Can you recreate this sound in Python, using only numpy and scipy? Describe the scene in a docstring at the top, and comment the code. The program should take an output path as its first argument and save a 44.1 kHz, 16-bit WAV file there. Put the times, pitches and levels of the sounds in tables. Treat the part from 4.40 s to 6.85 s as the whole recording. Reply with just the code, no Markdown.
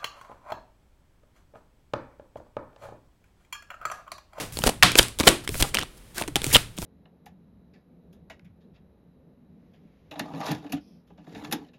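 """First the hiss of an earlier packet dies away over handling rumble; then large cards are shuffled and dealt
onto a wooden table, close to the microphone in a small room. Slaps, flicks and thuds are short noise bursts
and decaying tones; slides and scrapes are shaped friction noise; puffs of air are slow swings of pressure.
The room answers with decaying noise echoes, and the hardest slaps overload the microphone."""
import sys
import numpy as np
from scipy import signal
from scipy.io import wavfile

SR = 44100
rng = np.random.default_rng(int(sys.argv[2]) if len(sys.argv) > 2 else 0)


def generate_wav(signal):
    """Clip the signal to [-1, 1] and save it as 16-bit WAV at the path in sys.argv[1]."""
    frames = np.transpose(np.atleast_2d(signal))
    scaled = np.clip(frames, -1, 1) * 32767
    pcm = np.round(scaled).astype(np.int16)
    wavfile.write(sys.argv[1], SR, pcm)


N = 108045

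# Cards slapping hard against the deck; the room level is relative to the slap:
# start_s, length_s, knock_db, card_db, ring_hz, ring_share (0-1), edge_db, room_db
SLAP_EVENTS = [(.4257, 0.0024, -23.5, 2, 1990, 0.97, -26, -5.5),
               (0.4313, 0.0027, -12, 1.5, 1840, .35, -9.5, -4.5),
               (0.5866, 0.0041, -12.5, -4, 3420, 0.45, -4, -11.5),
               (.592, 0.0034, -7.5, -0.5, 3160, 0.7, -16, -16.5),
               (0.8729, 0.0088, -4, -1, 3180, 0.47, -12, -13),
               (2.146, 0.0063, -36, -6, 3230, 0.94, -36, -16),
               (2.154, 0.0072, -14.5, -7.5, 3000, 0.65, -24, -36)]
# Card edges flicking and tapping: start_s, knock_db, card_db, ring_hz, edge_db
FLICK_EVENTS = [(.1715, -28, -21, 4330, -26.5), (.189, -22.5, -30, 2900, -21),
                (0.2205, -50, -26, 3020, -39), (.2386, -13, -12, 1420, -13.5),
                (0.2637, -13, -25, 1500, -20), (0.2707, -14, -12.5, 2970, -13.5),
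                (0.276, -9.5, -18, 2900, -17), (.2917, -11.5, -16, 4460, -20),
                (.2955, -25, -21.5, 2980, -20), (0.5184, -30, -22, 2370, -20.5),
                (.555, -10, -7.5, 2560, -17.5), (0.6295, -30, -24, 4420, -16.5),
                (.6834, -54, -45, 4500, -29.5), (0.788, -37, -28.5, 3460, -22.5),
                (0.7932, -40, -45, 3500, -22.5), (.7999, -17.5, -15, 3750, -18.5),
                (.806, -12.5, -18, 2170, -21), (0.8107, -29, -19.5, 1200, -24),
                (0.8327, -30, -25, 3870, -40), (0.8368, -17, -21, 2430, -41),
                (.888, -10.5, -4.5, 3870, -4.5), (1.0765, -47, -18.5, 2190, -23.5),
                (1.0913, -23, -25, 2490, -23.5), (1.1436, -26.5, -24.5, 2440, -29),
                (1.154, -28.5, -29, 1490, -42), (1.2247, -16, -8.5, 3420, -7), (1.228, -20, -12, 3270, -27),
                (1.3414, -27, -28, 2170, -50), (1.3453, -31, -14, 2420, -15),
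                (1.3511, -27, -14.5, 3170, -21.5), (1.358, -25.5, -29, 3020, -47),
                (1.3709, -26, -11.5, 2940, -44.5), (1.3865, -33, -14.5, 1930, -27),
                (1.3914, -29.5, -20, 3160, -22.5), (1.4048, -37, -30, 3060, -34),
                (1.4132, -32, -24, 2890, -49), (1.426, -42.5, -23, 3010, -45),
                (1.4324, -32.5, -24.5, 1200, -29.5), (1.7818, -33, -27.5, 1710, -21.5),
                (1.813, -17.5, -31, 900, -27), (1.8225, -30, -21, 2730, -26.5),
                (1.8376, -28.5, -30, 2410, -40), (1.8781, -29.5, -30.5, 2770, -29),
                (1.9575, -19.5, -8, 3250, -13.5), (1.9644, -18.5, -16.5, 3060, -19),
                (2.0181, -28, -23.5, 3450, -26), (2.0429, -24, -18, 2400, -17.5),
                (2.066, -27.5, -25.5, 2970, -20.5), (2.103, -52, -31, 1680, -30.5),
                (2.1655, -15, -2.5, 2810, -9.5), (2.378, -31, -30, 3270, -37.5),
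                (2.3856, -26, -31.5, 3740, -27.5), (2.4192, -28.5, -34.5, 2500, -29.5),
                (2.4257, -26.5, -31, 1470, -35)]
# Dull knocks of hand, card and deck: start_s, level_db, pitch_hz, decay_s
THUD_EVENTS = [(0.19, -18.5, 345, 0.0032), (0.205, -25, 182, 0.0063), (.432, -9, 720, 0.0092),
               (.433, -5.5, 1090, 0.0061), (0.441, -17, 175.5, 0.024), (.437, -28, 123, 0.087),
               (.595, -25, 113, 0.03), (.80, -23, 70.6, 0.02), (.805, -19.5, 244, 0.0073),
               (.873, -16, 335, 0.014), (.875, -11, 530, 0.0093), (1.0917, -11.5, 423, 0.0024),
               (1.213, -22, 135, 0.023), (1.8125, -14.5, 912, 0.0037), (1.882, -30.5, 293, 0.014),
               (1.958, -23, 812, 0.012), (2.065, -22, 298, 0.0045), (2.066, -27, 131, 0.04),
               (2.139, -20.5, 124, 0.022), (2.386, -21, 172, 0.0085)]
# Cards sliding over each other: start_s, end_s, start_db, end_db, tilt_db_per_octave
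SLIDE_EVENTS = [(0.121, 0.238, -43, -41.5, 3), (0.226, 0.278, -43.5, -20, -1), (.56, 0.576, -31, -28, 1),
                (0.575, 0.587, -20, -16, 2.5), (0.791, 0.811, -28.5, -24, -2),
                (0.831, .868, -37, -30.5, -0.5), (0.867, 0.879, -20, -1.5, -2),
                (1.035, 1.05, -49, -40.5, -0.5), (1.101, 1.19, -44, -33.5, 3.5),
                (1.193, 1.213, -30, -21.5, 0.5), (1.239, 1.294, -48, -40, 0.5),
                (1.346, 1.428, -39, -39, -6.5), (1.568, 1.581, -57, -52, 2), (1.877, 1.884, -36.5, -34, -3),
                (1.743, 1.779, -48, -35, 0.5), (1.777, 1.82, -36, -34.5, -0.5),
                (2.028, 2.125, -38.5, -34.5, 1.5), (2.126, 2.152, -20.5, -13.5, 3),
                (2.365, 2.453, -48, -39.5, 3.5)]
# Card edges scraping over the pack: start_s, end_s, level_db, resonance_hz
SCRAPE_EVENTS = [(1.235, 1.257, -30, 802), (1.397, 1.43, -37, 2980), (1.767, 1.805, -35, 1640),
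                 (1.799, 1.856, -41.5, 970), (2.104, 2.135, -33.5, 2170)]
# Air pushed out by a closing packet: centre_s, level_db
PUFF_EVENTS = [(.274, -18), (0.439, -25), (.598, -20.5), (0.891, -20.5), (1.22, -17), (2.164, -19)]
# Spectrum of the deck's knock: frequency_hz, level_db
KNOCK_SPECTRUM = [(40, -20), (130, 3), (330, 5), (600, 1), (1000, -0.5), (1600, -26), (4000, -42.5),
                  (16000, -63.5)]
# Spectrum of the card's body: frequency_hz, level_db
CARD_SPECTRUM = [(100, 1), (600, -9), (1200, -0.5), (2200, -1.5), (3400, 2), (5000, -4.5), (7000, -12),
                 (16000, -33.5)]
# Spectrum of the edge's tick and hiss: frequency_hz, level_db
EDGE_SPECTRUM = [(100, -35.5), (2000, -16.5), (4500, 0.5), (6300, -1.5), (9000, 2), (12000, -6.5),
                 (16000, -10)]
# Spectrum of rubbing cards: frequency_hz, level_db
RUB_SPECTRUM = [(40, -14.5), (300, 7), (900, 0), (2000, -1), (3300, -1.5), (6200, -3), (9500, -2.5),
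                (12500, -6.5), (16000, -10.5)]
# Time the room takes to fall by 60 dB: frequency_hz, decay_s
ROOM_DECAY = [(100, 0.36), (400, 0.29), (1200, 0.28), (3000, 0.29), (8000, 0.29), (16000, 0.23)]
# Spectrum the room gives its echoes: frequency_hz, level_db
ROOM_SPECTRUM = [(40, -9.5), (150, -4), (400, -2), (800, -4.5), (2500, -4), (6000, -7.5), (10000, -2),
                 (16000, -8.5)]
# Spectral shape of the room hiss: frequency_hz, level_db
HISS_SPECTRUM = [(15, -31.5), (25, 1.5), (70, -14), (242, -21), (624, -26.5), (695, -31.5), (3160, -35),
                 (6380, -41), (9840, -36.5), (14800, -46.5), (16000, -46.5)]
# Spectral shape of the handling rumble: frequency_hz, level_db
RUMBLE_SPECTRUM = [(20, -1.5), (60, 1.5), (130, 0.5), (220, -11.5), (450, -25.5), (1000, -62.5),
                   (4000, -67)]
# Level of the handling rumble: time_s, level_db
RUMBLE_LEVEL = [(0, -43.5), (.25, -42), (.75, -48.5), (1.05, -48), (1.12, -32.5), (1.42, -44.5),
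                (1.5, -63.5), (1.76, -53.5), (1.84, -48.5), (2.08, -34.5), (2.33, -47.5), (2.42, -40.5)]

SLAP_RELEASE_S, SLAP_WIDTH_HZ = 0.00064, 440
KNOCK_DECAY_S, CARD_DECAY_S, EDGE_DECAY_S, RING_DECAY_S = 0.0039, 0.0013, 0.0013, 0.0013
# Shares of power: ring within the card sound, first instant within a burst
RING_SHARE, CRACK_SHARE, KNOCK_CRACK_SHARE = 0.55, 0.26, 0.38
THUD_RISE_S = 0.00294
CATCHES_PER_S, CATCH_SPREAD_DB = 1300, 4
SMOOTH_SHARE, SLIDE_FADE_S = 0.68, 0.003  # the even part of the rub, as a share of power
SCRAPE_WIDTH_HZ = 320
PUFF_WIDTH_S = 0.0062
FLICK_ROOM_DB, FRICTION_ROOM_DB = -11, -9.5
EARLY_DB, EARLY_DECAY_S = -1, 0.007  # close reflections, relative to the tail
HISS_DB = -50
OPENING_DB, OPENING_FALL_DB_PER_S = -29, 199
CLIP_LEVEL, CLIP_KNEE = 0.77, 2.4  # a higher knee turns more sharply
CUT_HZ = 16100


def slap(length, knock_db, card_db, ring_hz, ring_share, edge_db, size=2048):
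    """Many edges land within milliseconds and keep the cards ringing. Returns near and far sound."""
    t = np.arange(size) / SR
    envelope = np.exp(-np.maximum(t - length, 0) / SLAP_RELEASE_S)
    ring = resonate(burst(CARD_SPECTRUM, envelope), ring_hz, SLAP_WIDTH_HZ)
    body = unit(burst(CARD_SPECTRUM, envelope))
    knock = amp(knock_db) * unit(burst(KNOCK_SPECTRUM, envelope))
    card = amp(card_db) * blend(ring, body, ring_share)
    edge = amp(edge_db) * unit(burst(EDGE_SPECTRUM, envelope))
    # Longer slaps carry more energy
    near = (knock + card + edge) * np.sqrt(np.mean(envelope ** 2))
    far = unit(spread(knock_db, card_db, edge_db)) * np.std(near)
    return near, far


def flick(knock_db, card_db, ring_hz, edge_db, size=2048):
    """An edge lets go: a tick, a few cycles of the stiff card and a dull knock. Returns near and far sound."""
    t = np.arange(size) / SR
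    ring = blip(np.sin(2 * np.pi * ring_hz * t) * np.exp(-t / RING_DECAY_S))
    body = blip(burst(CARD_SPECTRUM, np.exp(-t / CARD_DECAY_S), CRACK_SHARE))
    knock = blip(burst(KNOCK_SPECTRUM, np.exp(-t / KNOCK_DECAY_S), KNOCK_CRACK_SHARE))
    card = blip(blend(ring, body, RING_SHARE))
    edge = blip(burst(EDGE_SPECTRUM, np.exp(-t / EDGE_DECAY_S), CRACK_SHARE))
    near = amp(knock_db) * knock + amp(card_db) * card + amp(edge_db) * edge
    return near, spread(knock_db, card_db, edge_db)


def thud(level_db, pitch_hz, decay):
    """A soft blow with one low, quickly dying note."""
    t = np.arange(SR // 3) / SR
    envelope = np.minimum(t / THUD_RISE_S, 1) * np.exp(-t / decay)
    return amp(level_db) * np.sin(2 * np.pi * pitch_hz * t) * envelope


def slide(length, start_db, end_db, tilt_db, size=1024):
    """Card faces rub: a fine hiss with tiny catches."""
    length = max(length, SLIDE_FADE_S)
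    t = np.arange(round(length * SR) + size) / SR
    caught = rng.random(len(t)) < CATCHES_PER_S / SR
    strength = amp(CATCH_SPREAD_DB * np.minimum(rng.exponential(1, len(t)), 4))
    catches = unit(caught * strength * rng.choice([-1, 1], len(t)))
    drive = blend(rng.standard_normal(len(t)), catches, SMOOTH_SHARE)
    fade = np.minimum(t / SLIDE_FADE_S, 1) * np.exp(-np.maximum(t - length, 0) / SLIDE_FADE_S)
    level = amp(np.interp(t, [0, length], [start_db, end_db]))
    return unit(colour(drive, RUB_SPECTRUM, tilt_db)) * fade * level


def scrape(length, level_db, hz):
    """Fine friction swells and fades in one resonance of the bent card."""
    count = max(round(length * SR), 64)
    friction = resonate(noise(RUB_SPECTRUM, count), hz, SCRAPE_WIDTH_HZ)
    return amp(level_db) * friction * np.sqrt(np.hanning(count))


def puffs():
    """Each puff of escaping air is one slow swing of pressure at the microphone."""
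    t = np.arange(N) / SR
    pressure = np.zeros(N)
    for centre, level_db in PUFF_EVENTS:
        x = (t - centre) / PUFF_WIDTH_S
        pressure += amp(level_db) * (x ** 2 - 1) * np.exp(-x ** 2 / 2)
    return pressure


def spread(knock_db, card_db, edge_db, size=2048):
    """What a hit throws into the room: over all directions its spectrum is smooth."""
    hz = abs(np.fft.fftfreq(size, 1 / SR))
    levels = amp([knock_db, card_db, edge_db])
    spectra = (KNOCK_SPECTRUM, CARD_SPECTRUM, EDGE_SPECTRUM)
    power = sum((level * unit(amp(read(part, hz)))) ** 2 for level, part in zip(levels, spectra))
    return blip(causal(np.sqrt(power))) * np.linalg.norm(levels)


def room(x):
    """Close reflections, then a tail in which each band dies at its own speed."""
    t = np.arange(SR) / SR
    hz, at, bands = signal.stft(rng.standard_normal(SR), SR, nperseg=256)
    decay = np.exp(-np.log(1000) * at / read(ROOM_DECAY, hz)[:, None])
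    tail = signal.istft(bands * decay, SR, nperseg=256)[1][:SR]
    tail = tail * np.minimum(t / 0.01, 1)
    # Sparse reflections, none in the first 2 ms
    sparse = rng.standard_normal(SR) * (rng.random(SR) < 0.05)
    early = sparse * np.exp(-t / EARLY_DECAY_S) * (t > 0.002)
    echo = tail / np.linalg.norm(tail) + amp(EARLY_DB) * early / np.linalg.norm(early)
    return colour(signal.fftconvolve(x, echo)[:N], ROOM_SPECTRUM)


def background():
    """Room hiss, the rumble of the hands and the dying ring of an earlier packet, all as coloured noise."""
    t = np.arange(N) / SR
    hiss = amp(HISS_DB) * noise(HISS_SPECTRUM, N)
    rumble = amp(np.interp(t, *np.transpose(RUMBLE_LEVEL))) * noise(RUMBLE_SPECTRUM, N)
    opening = amp(OPENING_DB - OPENING_FALL_DB_PER_S * t) * noise(RUB_SPECTRUM, N, tilt_db=-2.0)
    return hiss + rumble + opening


def burst(points, envelope, crack=0):
    """A first crack and a cluster of tiny contacts under an envelope, coloured by what they strike."""
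    contacts = unit(rng.choice([-1., 1.], len(envelope)) * envelope)
    contacts[0] = 0
    first = unit(signal.unit_impulse(len(envelope)))
    return colour(blend(first, contacts, crack), points)


def resonate(x, hz, width_hz):
    """One resonance, at rms 1."""
    pole = np.exp((2j * np.pi * hz - np.pi * width_hz) / SR)
    return unit(signal.lfilter([1], [1, -pole], x).real)


def noise(points, count, tilt_db=0):
    """Steady coloured noise of rms 1."""
    return unit(colour(rng.standard_normal(count), points, tilt_db))


def colour(x, points, tilt_db=0, size=2048):
    """Filters with the given spectrum and a tilt per octave about 5 kHz."""
    hz = abs(np.fft.fftfreq(size, 1 / SR))
    octaves = np.log2((hz + 500) / 5500)  # the offset flattens the tilt in the bass
    pulse = causal(amp(read(points, hz) + tilt_db * octaves))
    return signal.fftconvolve(x, pulse)[:len(x)]


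def causal(gain, size=2048):
    """The minimum-phase pulse: these gains round the frequency circle, with energy as early as possible."""
    return np.fft.ifft(np.exp(np.conj(signal.hilbert(np.log(gain))))).real[:size]


def read(points, hz):
    """Reads a table over log frequency."""
    f, value = np.transpose(points)
    return np.interp(np.log(hz + 1), np.log(f + 1), value)


def blend(a, b, share):
    """Mixes two sounds, a with the given share of the power."""
    share = np.clip(share, 0, 1)
    return np.sqrt(share) * a + np.sqrt(1 - share) * b


def amp(db):
    """Decibels to gain."""
    return 10 ** (np.asarray(db) / 20)


def unit(x):
    """Scales to rms 1."""
    return x / np.sqrt(np.mean(x ** 2) + 1e-20)


def blip(x):
    """Scales to the energy of one millisecond at rms 1."""
    return x / np.sqrt(np.sum(x ** 2) * 1000 / SR + 1e-20)


def add(mix, s, sound):
    """Mixes a sound in at time s, in seconds."""
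    part = mix[max(round(s * SR), 0):][:len(sound)]
    part += sound[:len(part)]


def scene(count=5):
    """All card sounds, near and in the room; successive hits in the list take different paths through it."""
    near, friction, far = np.zeros(N), np.zeros(N), np.zeros((count, N))
    hits = [(s, slap(*row), room_db) for s, *row, room_db in SLAP_EVENTS]
    hits += [(s, flick(*row), FLICK_ROOM_DB) for s, *row in FLICK_EVENTS]
    for k, (s, (direct, thrown), room_db) in enumerate(hits):
        add(near, s, direct)
        add(far[k % count], s, amp(room_db) * thrown)
    for s, *row in THUD_EVENTS:
        add(near, s, thud(*row))
    for start, end, *row in SLIDE_EVENTS:
        add(friction, start, slide(end - start, *row))
    for start, end, *row in SCRAPE_EVENTS:
        add(friction, start, scrape(end - start, *row))
    echoes = sum(room(path) for path in far) + amp(FRICTION_ROOM_DB) * room(friction)
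    return (near + friction + puffs() + echoes + background())[None]


def record(dry):
    """The close microphone bends loud peaks smoothly towards its limit; then a low-pass ends the band."""
    clipped = dry / (1 + abs(dry / CLIP_LEVEL) ** CLIP_KNEE) ** (1 / CLIP_KNEE)
    low_pass = signal.firwin(301, CUT_HZ, window=("kaiser", 9), fs=SR)
    return signal.oaconvolve(clipped, low_pass[None], "same")


dry = scene()
out = record(dry)
generate_wav(out)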